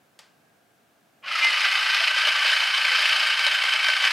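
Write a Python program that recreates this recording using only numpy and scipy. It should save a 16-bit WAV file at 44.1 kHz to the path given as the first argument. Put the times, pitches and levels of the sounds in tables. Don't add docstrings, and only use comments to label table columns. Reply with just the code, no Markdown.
import sys
import numpy as np
from scipy import signal
from scipy.fft import rfft, irfft, next_fast_len
from scipy.io import wavfile
from scipy.ndimage import uniform_filter1d, minimum_filter1d, map_coordinates

SR = 44100
rng = np.random.default_rng(int(sys.argv[2]) if len(sys.argv) > 2 else 0)


def voltage_ratio(level):
    return 10 ** (np.asarray(level, float) / 20)


def put_to_file(sound):
    columns = np.atleast_2d(sound).T
    safe = np.clip(columns, -1, 1)
    whole_steps = np.round(safe * 32767)
    wavfile.write(sys.argv[1], SR, whole_steps.astype(np.int16))


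N = 181824
SWITCH_S = 1.219


def unit(x):
    return x / np.sqrt(np.mean(x ** 2) + 1e-20)


def along(points, hz):
    point_hz, value = np.transpose(points)
    return np.interp(np.log(hz + 1), np.log(point_hz + 1), value)


def curves(rows):
    start_s, *columns = np.transpose(rows)
    return [np.interp(np.arange(N) / SR, start_s, column) for column in columns]


def wobble(rate):
    knots = rng.standard_normal(int(N * rate / SR) + 4)
    return map_coordinates(knots, [np.arange(N) * rate / SR])


def filtered(x, response):
    size = 2 * next_fast_len(N // 2 + SR // 4)
    return irfft(rfft(x, size) * response(np.fft.rfftfreq(size, 1 / SR)), size)[..., :N]


def causal(colour):
    def response(hz):
        cepstrum = irfft(np.log(voltage_ratio(along(colour, hz)) + 1e-5))
        cepstrum[1:len(hz) - 1] *= 2
        cepstrum[len(hz):] = 0
        return np.exp(rfft(cepstrum))
    return response


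def modes(table):
    def response(hz):
        total = 0
        for pitch, width, db in table:
            damping = 1j * hz * width
            total = total + voltage_ratio(db) * damping / (pitch * pitch - hz * hz + damping)
        return total
    return response


def ring(hits, gain, extra, response):
    return filtered(hits * gain + extra, response) / np.std(filtered(hits, response))


def patchy(x, depth_db):
    z = signal.stft(x, nperseg=256)[2]
    field = uniform_filter1d(rng.standard_normal(z.shape), size=3, axis=0)
    field = uniform_filter1d(field, size=8, axis=1)
    return unit(signal.istft(z * voltage_ratio(depth_db * unit(field)), nperseg=256)[1][:N])


def hush():
    # pitch_hz [Hz], level_db [dB per Hz]
    air_colour = [(15, -78), (25, -48), (49, -26.5), (141, -8), (179, -9.5), (216, -7.5), (473, -11),
                  (710, -9.5), (955, -15.5), (1360, -13), (1590, -12), (1820, -19), (2330, -18),
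                  (4690, -24.5), (15800, -30)]
    # pitch_hz [Hz], likeness [0 to 1]
    likeness = [(60, 0.7), (130, 0.72), (290, 0.79), (640, 0.44), (1410, 0.3), (3100, 0.51), (6820, 0.58),
                (15000, 0.88)]
    # pitch_hz [Hz], width_hz [Hz], level_db [dB]
    duct_modes = [(226, 240, -14), (677, 62, -2.5), (1620, 67, -4)]

    def spread(hz):
        turn = np.arccos(np.clip(along(likeness, hz), -1, 1)) / 2
        return voltage_ratio(along(air_colour, hz)) * np.array([np.cos(turn), np.sin(turn)])

    noise, t = rng.standard_normal((2, N)), np.arange(N) / SR
    draught_s, draught_width_s, draught_db = 0.5, 0.14, 7
    swell_db = draught_db * np.exp(-0.5 * ((t - draught_s) / draught_width_s) ** 2)
    swell_db = swell_db - 3.0 + 0.96 * wobble(9)
    duct = voltage_ratio(swell_db) * filtered(noise, lambda hz: spread(hz) * np.abs(modes(duct_modes)(hz)))
    mid, side = filtered(noise, spread) + duct
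    level_db = -62.5 + 0.3 * wobble(6)
    return voltage_ratio(level_db) * unit(np.array([mid + side, mid - side]))


def tiles(x):
    # pitch_hz [Hz], fade_s [s]
    fade_times = [(300, 0.32), (1300, 0.51), (3500, 0.42), (9000, 0.36), (15000, 0.11)]
    hz, t, z = signal.stft(rng.standard_normal((2, SR // 2)), SR, nperseg=256)
    mirror = voltage_ratio(-1.0 - 60 * t / 0.051)
    fall = voltage_ratio(-60 * t / along(fade_times, hz)[:, None]) + mirror
    tail = signal.istft(z * fall, SR, nperseg=256)[1]
    tail = tail / np.linalg.norm(tail[0])
    late = np.pad(x, (150, 0))
    return signal.fftconvolve(late[None], tail, axes=1)[:, :N]


def button():
    # start_s [s], peak_db [dB]
    contacts = [
        (0.1904, -35.5),
        (0.1916, -33.5),
        (.1926, -39),
        (.1934, -45),
        (0.1944, -39),
    ]
    # pitch_hz [Hz], level_db [dB per Hz]
    cap_colour = [(290, -38), (500, -0.5), (1450, 1), (1910, 1.5), (3140, 0.5), (3770, -2), (4870, 1),
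                  (5950, -6.5), (8610, -9), (15000, -26)]
    out, t = np.zeros((2, N)), np.arange(SR // 100) / SR
    fade = voltage_ratio(-60 * t / 0.003)
    for start_s, peak_db in contacts:
        tick = fade * np.sign(rng.standard_normal(len(t)))
        out[0, round(start_s * SR):][:len(t)] += voltage_ratio(peak_db + 7.5) * tick
    out[1, round(contacts[1][0] * SR)] = np.linalg.norm(out[0])
    return filtered(out, causal(cap_colour))


def singing():
    # start_s [s], length_s [s], pitch_hz [Hz], level_db [dB]
    rings = [(1.222, .045, 2200, -63), (1.232, 0.028, 1100, -46.5), (1.258, 0.027, 1500, -38.5),
             (1.311, 0.013, 1273, -26), (1.35, 0.017, 1300, -28), (1.355, 0.026, 2020, -31),
             (1.305, .02, 2530, -45), (1.41, 0.092, 2073, -21.5), (1.42, 0.026, 2395, -22.5),
             (1.8, 0.04, 1540, -29), (3.882, 0.017, 1530, -19), (3.463, 0.0296, 570, -42),
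             (2.9, 0.057, 510, -49.5), (2.4, 0.021, 1150, -32), (2.35, 0.019, 1180, -30),
             (2, 0.038, 670, -42)]
    out, t = np.zeros(N), np.arange(N) / SR
    for start_s, length_s, pitch_hz, level_db in rings:
        bell = np.sin(np.pi * np.clip((t - start_s) / length_s, 0, 1)) ** 0.62
        out += voltage_ratio(level_db + 4.5) * bell * np.sin(2 * np.pi * pitch_hz * t + 0.36 * wobble(40))
    return out


def effort():
    # start_s [s], load_db [dB]
    back_pressure = [(1.2, 0), (1.43, .5), (1.55, -1), (1.8, -1), (2.06, 0.5), (2.35, -1), (2.55, 2),
                     (2.74, -1), (2.93, 2.5), (3.2, 1), (3.45, 0.5), (3.75, -1), (4.12, -.5)]
    # start_s [s], change_db [dB]
    surges = [(1.32, 0.5), (1.5, -0.5), (1.66, 2.5), (1.7, -2), (2.13, -4), (2.19, 3), (2.23, 0.5),
              (2.28, 5.5), (2.35, 0), (2.47, 1.5), (2.59, -2.5), (2.62, 0.5), (2.72, -2), (2.75, 2),
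              (2.83, -1.5), (3.36, -3), (3.47, 1), (3.495, -2), (3.74, 1), (3.6, -2), (3.8, -0.5), (3.9, 2),
              (4.05, 4), (4.115, -1)]
    spin_up_s, surge_half_width_s = 0.084, 0.015
    t = np.arange(N) / SR
    speed = 1 - np.exp(-np.clip(t - SWITCH_S, 1e-6, None) / spin_up_s)
    load_db = curves(back_pressure)[0]
    for start_s, change_db in surges:
        load_db = load_db + change_db * np.exp(-0.5 * ((t - start_s) / surge_half_width_s) ** 2)
    return 20 * np.log10(speed), load_db


def running(level_db):
    return voltage_ratio(level_db) * (np.arange(N) > SWITCH_S * SR)


def crank():
    full_speed_hz, full_stroke_s, head_start_turns, settle_s = 28.53, 1.3074, 0.68, 0.28
    t = np.arange(N) / SR - full_stroke_s
    return full_speed_hz * t + head_start_turns * np.exp(-np.maximum(t, -settle_s) / settle_s)


def stroke(angle, push_db, back_db, lag):
    phase = 2 * np.pi * (angle - lag)
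    return voltage_ratio(push_db * np.cos(phase) + back_db * np.cos(2 * phase))


def grip():
    # start_s [s], grip [0 loose, 1 settling, 2 firm]
    hold = [
        (1.4, -0.5),
        (1.55, 0.2),
        (2.0, 0.7),
        (2.45, 2.2),
        (2.75, 2.2),
        (2.9, 1.5),
        (4.12, 4),
    ]
    return curves(hold)[0]


def taps(rate, scatter_db):
    when, sign, size = rng.random((3, N))
    return (when < rate / SR) * np.sign(sign - 0.5) * voltage_ratio(-scatter_db * np.log(size + 0.066))


def knocks(hollow):
    # start_s [s], peak_db [dB], hollow_db [dB on top of the peak]
    blows = [(1.3857, -18, -19), (1.4434, -12, -8), (1.529, -18.5, -21), (1.6044, -14.5, -15),
             (1.652, -20, -14), (1.7134, -16.5, -23), (1.9209, -25, -14), (1.944, -12, -10),
             (2.0022, -23, -7), (2.107, -19, -2), (2.1624, -23, 1), (2.2507, -26, 2), (2.2706, -14.5, 1),
             (2.361, -20, -20), (2.445, -17, -2), (2.475, -17, -11), (2.5145, -16, -18),
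             (2.7746, -19, -2.5), (2.8497, -20, -3), (3.0235, -21, -16), (3.391, -15.5, -21),
             (3.4638, -9.5, -6.5), (3.636, -15.5, -6), (3.7346, -13.5, -13), (3.8425, -12.5, -11),
             (3.883, -12, -4), (3.9634, -16, -35), (4.0209, -14.5, -8), (4.049, -6.5, -13),
             (4.105, -15.5, -25)]
    train, t = np.zeros(N + SR), np.arange(SR // 50) / SR
    shape = t / 0.0025 * np.exp(1 - t / 0.0025)
    for start_s, peak_db, hollow_db in blows:
        size = voltage_ratio(peak_db + (hollow_db if hollow else 0))
        chatter = shape * rng.uniform(-1.59, 1.55, len(t))
        train[round(start_s * SR):][:len(t)] += size * chatter
    return train[:N]


def handle(hits, gain, extra):
    # pitch_hz [Hz], width_hz [Hz], loose_db [dB], settling_db [dB], firm_db [dB]
    wall_modes = [(1216, 51, 2, -6, -2.5), (1313, 85, 5, 2.5, -2), (1526, 80, -22, 1, -0.5),
                  (1770, 12, 0, -20, 2), (1986, 10.6, 12.5, 9.5, -21), (2125, 47, 4, 0, -8),
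                  (2265, 96, -10, -29, 1), (2436, 74, 4, 0.5, -15), (2568, 77, -5, 0, -2),
                  (2620, 38, -1, -3, -6), (2936, 20, 7, -7, 0), (3040, 62, -14, -12, -1),
                  (3193, 65, -10, -5, -6)]
    # pitch_hz [Hz], level_db [dB per Hz]
    shell_colour = [(470, -61.5), (800, -12), (1220, -6), (1390, -7), (1530, -1), (1900, -1.5), (2780, -1),
                    (3070, 0), (3300, -5), (4290, -33.5), (7260, -120)]
    firmness, out = np.clip(grip(), 0, 2), 0
    for k in range(3):
        walls = modes([(row[0], row[1], row[2 + k]) for row in wall_modes])
        share = np.clip(1 - np.abs(firmness - k), 0, 1)
        out = out + ring(hits, share * gain, share * extra,
                         lambda hz: causal(shell_colour)(hz) * (1 + walls(hz)))
    return out


def clatter(hits, gain, extra):
    # pitch_hz [Hz], level_db [dB per Hz]
    teeth_colour = [(1940, -34.5), (3300, -10), (3360, 0.5), (4230, 1.5), (5050, -1), (5440, -6.5),
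                    (7000, -21.5), (9100, -52), (15400, -120)]
    # pitch_hz [Hz], width_hz [Hz], level_db [dB]
    gearbox_modes = [(3840, 17, -9.5), (4320, 24, -12), (4600, 43, -16), (4600, 20, 0.5), (5090, 70, 0.5),
                     (5700, 85, -6), (6380, 70, 3)]
    return ring(hits, gain, extra, lambda hz: causal(teeth_colour)(hz) * (1 + modes(gearbox_modes)(hz)))


def tank(hits, gain, extra):
    # pitch_hz [Hz], width_hz [Hz], level_db [dB]
    tank_modes = [(616, 34, 21), (756, 400, 15.5), (833, 420, -17)]
    path = modes([(680, 500, 0)])
    return ring(hits, gain, extra, lambda hz: modes(tank_modes)(hz) * path(hz))


def jet(spray, gain, extra):
    # pitch_hz [Hz], level_db [dB per Hz]
    jet_colour = [(3240, -32), (5500, -7), (7040, -8), (8220, -8.5), (8900, -10), (10800, -13.5),
                  (12700, -17), (14000, -25.5), (15100, -29), (15800, -31)]
    # pitch_hz [Hz], width_hz [Hz], level_db [dB]
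    nozzle_modes = [(7600, 59, -4), (8250, 300, -6), (9250, 150, -7), (10550, 260, -3), (15000, 500, -3)]
    return ring(spray, gain, extra, lambda hz: causal(jet_colour)(hz) * (1 + modes(nozzle_modes)(hz)))


def whistle(angle, load_db):
    # start_s [s], pitch_hz [Hz]
    upper_pitch = [
        (1.45, 2992),
        (2.0, 3040),
        (2.8, 3078),
        (3.2, 3124),
        (4.12, 3107),
    ]
    mesh_hz, middle_hz = 1543, 2254
    t = np.arange(N) / SR
    low_db = -30.5 + 1.2 * load_db + 1.8 * wobble(7.01)
    high_db = -29.5 + 0.37 * load_db + 0.47 * wobble(7.01)
    middle_db = -35 + 0.4 * load_db + 1.5 * wobble(7.01)
    start = np.clip((t - 1.45) / 0.1, 0, 1)
    sway = 0.11 * np.sin(2 * np.pi * angle) + 0.22 * wobble(24)
    low = np.sin(2 * np.pi * (mesh_hz * t + sway))
    drift = wobble(45)
    high = np.sin(2 * np.pi * (np.cumsum(curves(upper_pitch)[0]) / SR + 0.38 * drift))
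    middle = np.sin(2 * np.pi * (middle_hz * t - 0.24 * drift[::-1]))
    uneven = wobble(28.18)
    low_beads = unit(stroke(angle, push_db=6, back_db=3, lag=0.96) * voltage_ratio(1.8 * uneven))
    high_beads = unit(stroke(angle, push_db=8, back_db=2, lag=0.98) * voltage_ratio(1.6 * wobble(28)))
    middle_beads = unit(stroke(angle, push_db=6, back_db=2, lag=0.05) * voltage_ratio(2.5 * uneven[::-1]))
    tones = voltage_ratio(low_db - 3.0) * low_beads * low
    tones = tones + voltage_ratio(high_db - 3.0) * high_beads * high
    tones = tones + voltage_ratio(middle_db - 2) * middle_beads * middle
    return start * np.sqrt(2) * tones


def small_body(hz):
    cut_hz = 477
    gentle = 1j * hz / (cut_hz + 1j * hz)
    steep = -hz * hz / (cut_hz ** 2 - hz * hz + 0.6j * hz * cut_hz)
    return gentle ** 2 * steep ** 2


def pump():
    speed_db, load_db = effort()
    rattle_db = -22.5 + 1.48 * speed_db + 0.94 * load_db
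    jet_db = -43.5 + 2.45 * speed_db + 0.86 * load_db
    tank_db = -43 + 0.85 * speed_db + 1.46 * load_db
    clatter_db = -30 + 2.25 * speed_db + 1.02 * load_db
    clatter_db = clatter_db + 1 - grip() / 2

    angle, blows = crank(), knocks(hollow=False)
    shake = voltage_ratio(0.4 * wobble(14) + 0.56 * wobble(60))
    hits = unit(taps(3500, scatter_db=2.5) * shake) + 0.89 * rng.standard_normal(N)
    hits = patchy(hits, depth_db=0.9)
    spray = 1.23 * unit(taps(2500, scatter_db=1.5) * shake) + rng.standard_normal(N)
    spray = patchy(spray, depth_db=1.5)

    load = stroke(angle, push_db=1.54, back_db=0.9, lag=0.013)
    body = handle(hits, load * running(rattle_db - 1.0), voltage_ratio(-5) * blows)
    load = stroke(angle, push_db=1.35, back_db=1.45, lag=0.036)
    teeth = clatter(hits, load * running(clatter_db - 0.93), voltage_ratio(-10.5) * blows)
    low = tank(hits, running(tank_db - 8.5), voltage_ratio(-19.5) * knocks(hollow=True))
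    load = stroke(angle, push_db=1.35, back_db=1.0, lag=0.02)
    hiss = jet(spray, load * running(jet_db), voltage_ratio(-25) * blows)
    return filtered(body + teeth + low + whistle(angle, load_db) + hiss, small_body)


def scene():
    # [side minus middle, dB]
    echo_width = [(200, -9), (500, -13.5), (1000, -16), (2000, -19), (3500, -23.5), (5000, -16),
                  (6000, -44), (9500, -15.5), (11000, -55)]
    flosser = pump() + singing()
    click, scattered = button()
    wet_mid, wet_side = tiles(voltage_ratio(-11.0) * flosser + voltage_ratio(-3.0) * scattered)
    mid = voltage_ratio(-1) * flosser + click + wet_mid
    side = filtered(wet_side, lambda hz: voltage_ratio(along(echo_width, hz) + 5.0))
    side = side + filtered(mid, lambda hz: 0.02 * (hz < 9600))
    return np.array([mid + side, mid - side]) + hush()


def low_pass(x):
    return signal.sosfilt(signal.butter(12, 15950, fs=SR, output="sos"), x)


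def record(dry):
    need = np.minimum(1, 0.5 / (np.abs(dry).max(axis=0) + 1e-9))
    gain = uniform_filter1d(minimum_filter1d(need, size=401), size=201)
    mix = filtered(dry * gain, lambda hz: hz < 15900)
    return low_pass(mix)


dry = scene()
out = record(dry)
put_to_file(out)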